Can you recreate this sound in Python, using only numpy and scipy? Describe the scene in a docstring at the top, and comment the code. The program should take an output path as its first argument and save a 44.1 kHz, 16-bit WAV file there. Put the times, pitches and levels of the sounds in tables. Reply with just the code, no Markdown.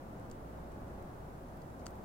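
"""Far traffic rumble, a faint machine hum and microphone hiss; over them a hedgehog chews dry kibble.
Traffic and hiss are coloured noise; the hum is a deep tone and four upper tones that waver.
Each bite is a brittle fracture: a sharp pulse ringing at the piece's pitch, then scattered noise.
One piece snaps loudly and adds a knock of damped sines. Patio scene, close stereo microphone."""
import sys
import numpy as np
from scipy import signal
from scipy.fft import rfft, irfft
from scipy.io import wavfile

SR = 44100
rng = np.random.default_rng(int(sys.argv[2]) if len(sys.argv) > 2 else 0)


def materialize(psi):
    """Save the field psi as 16-bit PCM at rate SR to the path in sys.argv[1].

    A 1-D psi becomes a single channel; in a 2-D psi each row is a channel.
    """
    bounded = np.clip(np.atleast_2d(psi).T, -1, 1)
    quanta = np.round(bounded * 32767).astype(np.int16)
    wavfile.write(sys.argv[1], SR, quanta)


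N = 90008

# traffic density, common to both sides: f/Hz, level/dB per Hz
TRAFFIC_MID_DENSITY = [(8, -82), (22, -69.5), (44, -78), (70, -77), (100, -73), (260, -75.6), (420, -81.5),
                       (650, -81), (1000, -88.5), (1500, -95.5), (2300, -106), (4000, -118), (9000, -135)]
# traffic density, opposite on the two sides: f/Hz, level/dB per Hz
TRAFFIC_SIDE_DENSITY = [(8, -96), (45, -98), (100, -88), (300, -88), (550, -87), (750, -83.5), (1000, -87),
                        (1500, -93), (2300, -106.5), (4000, -118), (9000, -135)]
# gain on the traffic: t/s, level/dB
TRAFFIC_GAIN = [(0, -0.4), (.45, 0), (.85, 0.7), (1.15, -.5), (1.6, -0.7), (2.04, 0)]
# deep tone of the hum: t/s, rms level/dB
DRONE_LEVEL_DB = [(0, -61), (.2, -57), (.35, -64), (.44, -53), (.6, -52.5), (.85, -54.5), (.97, -51),
                  (1.07, -64), (1.25, -54), (1.37, -54), (1.45, -63), (1.56, -56), (1.7, -64), (1.83, -53),
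                  (2.04, -53)]
# upper tones of the hum: f/Hz, mean rms level/dB, width/Hz, power share differing between sides/1
HUM_TONES = [(361.2, -65, 6, 0.22), (539.5, -67.5, 11.8, 0.091), (719, -68, 11.8, .55),
             (839, -69.5, 12, .6)]
# hiss density of each microphone: f/Hz, level/dB per Hz
HISS_DENSITY = [(1000, -111), (3700, -111.5), (6000, -112), (9000, -112.7), (12000, -112.9),
                (15800, -112.4)]
# kibble fractures: t/s, level/dB, top treble lift/dB, piece ring f/Hz
CRACK_EVENTS = [(.181, -69, 0, 4500), (.1975, -65.5, 4, 8300), (.3000, -60.5, 0, 8200),
                (.3121, -63, -2, 7500), (.3141, -51.5, 2, 7400), (.3147, -59, -6, 4100),
                (.3162, -59, -2, 7500), (.6754, -70, -4, 4600), (.7193, -62, -2, 7800),
                (.8810, -66, 2, 7300), (.8907, -69, -2, 7300), (1.0257, -66, 14, 7000),
                (1.4867, -67, -2, 8300), (1.5726, -68, 18, 14500), (1.6186, -61.5, 5, 4700),
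                (1.6220, -66, 2, 4900), (1.6794, -69, -4, 8300), (1.7024, -66, 2, 8000),
                (1.7946, -63, 1, 8400), (1.7995, -66, -3, 4600), (1.8074, -68, -4, 4500),
                (1.8129, -67, -3, 4400), (1.8583, -55.5, -2, 8200), (1.8599, -54, 0, 4600),
                (1.8812, -60, -1, 8200), (1.9074, -67.5, 17, 14800), (1.9547, -66, 15, 15000),
                (2.0353, -66, 2, 8000)]
# the one piece that snaps through: t/s, level/dB, top treble lift/dB, piece ring f/Hz
SNAP_EVENT = (1.8664, -41.3, -2, 8300)
# relative spectrum of a fracture: f/Hz, level/dB
CRACK_SPECTRUM = [(300, -28), (1200, -10), (2200, -9), (2900, -6), (3500, -10), (4400, -2), (5200, -3),
                  (6200, -1), (7900, 0), (9200, -9), (11000, -9), (15500, -14)]
# modes of the snapping piece: f/Hz, level re KNOCK_DB/dB, t60/s
KNOCK_MODES = [(1320, 1.2, 0.0088), (1750, -7, 0.0045), (2750, -10, .006), (4610, -1.6, 0.0047),
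               (6000, -3, .005), (8300, -6, .004), (10300, -7.3, 0.006)]

SWELL_DB, SWELL_HZ = 0.34, 4.3  # random traffic swell: spread, bandwidth
DRONE_HZ, DRONE_WANDER_HZ = 59.3, 0.6
HUM_WAVER_DB = 1.5
# noise tail of a fracture: amplitude decay constants, levels re the direct pulse
CRUMBLE_S, CRUMBLE_DB = 0.0006, -3  # splinters
SCATTER_S, SCATTER_DB = 0.0049, -8.5
YARD_S, YARD_DB = 0.02, -14  # reflections
RIGHT_LAG_S, CRACK_PAN_DB = 0.000055, 2  # left leads and is louder
PIECE_RING_DB, PIECE_WIDTH_HZ = 7, 400
TREBLE_HZ = 10100
KNOCK_DB, KNOCK_RISE_S = -34, 0.00027
TOP_HZ = 15850


def undb(db):
    """Decibels to amplitude gain."""
    return 10 ** (np.asarray(db) / 20)


def colour(points, hz):
    """Gain at hz from a (f/Hz, level/dB) table, linear in dB over log frequency."""
    f_hz, db = np.array(points, float).T
    return undb(np.interp(np.log(np.maximum(hz, 1)), np.log(f_hz), db))


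def noise(points):
    """Gaussian noise with the tabled density per Hz."""
    hz = np.fft.rfftfreq(N, 1 / SR)
    white = rfft(rng.standard_normal(N))
    return irfft(white * colour(points, hz) * np.sqrt(SR / 2), N)


def walk(rate_hz):
    """Zero-mean random drift of unit spread: noise under a Gaussian low-pass."""
    hz = np.fft.rfftfreq(N, 1 / SR)
    lowpass = np.exp(-(hz / rate_hz) ** 2) * (hz > 0)
    drift = irfft(rfft(rng.standard_normal(N)) * lowpass, N)
    return drift / drift.std()


def level_curve(points):
    """A (t/s, level/dB) table joined linearly, in dB per sample."""
    return np.interp(np.arange(N) / SR, *np.array(points).T)


def traffic():
    """Far rumble: coloured mid and side noise under one slowly swelling level."""
    mid, side = noise(TRAFFIC_MID_DENSITY), noise(TRAFFIC_SIDE_DENSITY)
    db = level_curve(TRAFFIC_GAIN) + SWELL_DB * walk(SWELL_HZ)
    return np.array([mid + side, mid - side]) * undb(db)


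def drone():
    """Deep hum tone: a sine wandering in pitch, swelling and sinking alike on both sides."""
    f_hz = DRONE_HZ + DRONE_WANDER_HZ * walk(2)
    phase = 2 * np.pi * np.cumsum(f_hz) / SR
    return np.sqrt(2) * undb(level_curve(DRONE_LEVEL_DB)) * np.sin(phase)


def hum():
    """Upper hum tones: sines wavering in pitch and level, phase-offset between the sides."""
    out = np.zeros((2, N))
    for hz, db, width_hz, share in HUM_TONES:
        f_hz = hz + width_hz / 2 * walk(width_hz)
        phase = 2 * np.pi * np.cumsum(f_hz) / SR
        # opposite phase offsets put this share of the power in the side signal
        offset = np.arcsin(np.sqrt(np.clip(share, 0, 1))) * np.array([[1], [-1]])
        gain = undb(db + HUM_WAVER_DB * walk(width_hz))
        out += np.sqrt(2) * gain * np.sin(phase + offset)
    return out


def hiss():
    """Microphone hiss: independent coloured noise on each side."""
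    return np.array([noise(HISS_DENSITY), noise(HISS_DENSITY)])


def causal(gain):
    """Minimum-phase spectrum of this gain: the sharpest one-sided pulse, by folded cepstrum."""
    cepstrum = irfft(np.log(gain))
    half = len(cepstrum) // 2
    cepstrum[1:half] *= 2
    cepstrum[half + 1:] = 0
    return np.exp(rfft(cepstrum))


def fracture_tail(size):
    """Splinters, scatter and reflections: decaying noise, independent on each side."""
    t = np.arange(size) / SR
    tail = 0
    for decay_s, tail_db in ((CRUMBLE_S, CRUMBLE_DB), (SCATTER_S, SCATTER_DB), (YARD_S, YARD_DB)):
        env = np.exp(-t / decay_s) * (1 - np.exp(-t / CRUMBLE_S))
        env = env / np.linalg.norm(env)
        tail = tail + undb(tail_db) * rng.standard_normal((2, size)) * env
    return tail


def fracture(db, treble_db, ring_hz, size=4096):
    """Brittle break: a pulse and its tail, coloured by the material and the piece's own ring."""
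    hz = np.fft.rfftfreq(size, 1 / SR)
    lag_s = round(RIGHT_LAG_S * SR) / SR  # whole samples
    left = undb(CRACK_PAN_DB / 2) + 0 * hz
    right = undb(-CRACK_PAN_DB / 2) * np.exp(-2j * np.pi * hz * lag_s)
    direct = np.array([left, right])
    ring_db = PIECE_RING_DB / (1 + ((hz - ring_hz) / PIECE_WIDTH_HZ) ** 2)
    gain = colour(CRACK_SPECTRUM, hz) * undb(ring_db)
    lift = undb(treble_db / (1 + (TREBLE_HZ / (hz + 1)) ** 8))
    # db: rms of the direct pulse over 1 ms, before pan and treble lift
    scale = undb(db) * np.sqrt(SR / 1000 / np.mean(gain ** 2))
    pulse = rfft(fracture_tail(size)) - direct  # first swing negative
    return scale * irfft(pulse * causal(gain * lift), size)


def knock(size=2048):
    """Damped modes of the snapping piece, later and quieter on the right."""
    t = np.arange(size) / SR
    ring = np.zeros(size)
    for hz, db, t60_s in KNOCK_MODES:
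        decay = np.exp(-np.log(1000) * t / t60_s)
        ring += undb(db + KNOCK_DB) * np.sin(2 * np.pi * hz * t) * decay
    ring = ring * (1 - np.exp(-t / KNOCK_RISE_S))
    right = np.interp(t - RIGHT_LAG_S, t, ring) * undb(-CRACK_PAN_DB)
    return np.array([ring, right])


def add(out, start_s, sound):
    """Mix a stereo sound into out at start_s."""
    i = max(int(start_s * SR), 0)
    part = sound[:, :max(N - i, 0)]
    out[:, i:i + part.shape[1]] += part


def chewing():
    """Kibble breaking between the jaws: small fractures, and one loud snap with its knock."""
    out = np.zeros((2, N))
    add(out, SNAP_EVENT[0], knock())
    for start_s, db, treble_db, ring_hz in [SNAP_EVENT, *CRACK_EVENTS]:
        add(out, start_s, fracture(db, treble_db, ring_hz))
    return out


def scene():
    """Chewing over traffic, hum and hiss."""
    return traffic() + drone() + hum() + hiss() + chewing()


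def record(dry):
    """Recorder: steep elliptic low-pass at TOP_HZ."""
    lowpass = signal.ellip(10, 0.1, 70, TOP_HZ, fs=SR, output="sos")
    return signal.sosfilt(lowpass, dry)


dry = scene()
out = record(dry)
materialize(out)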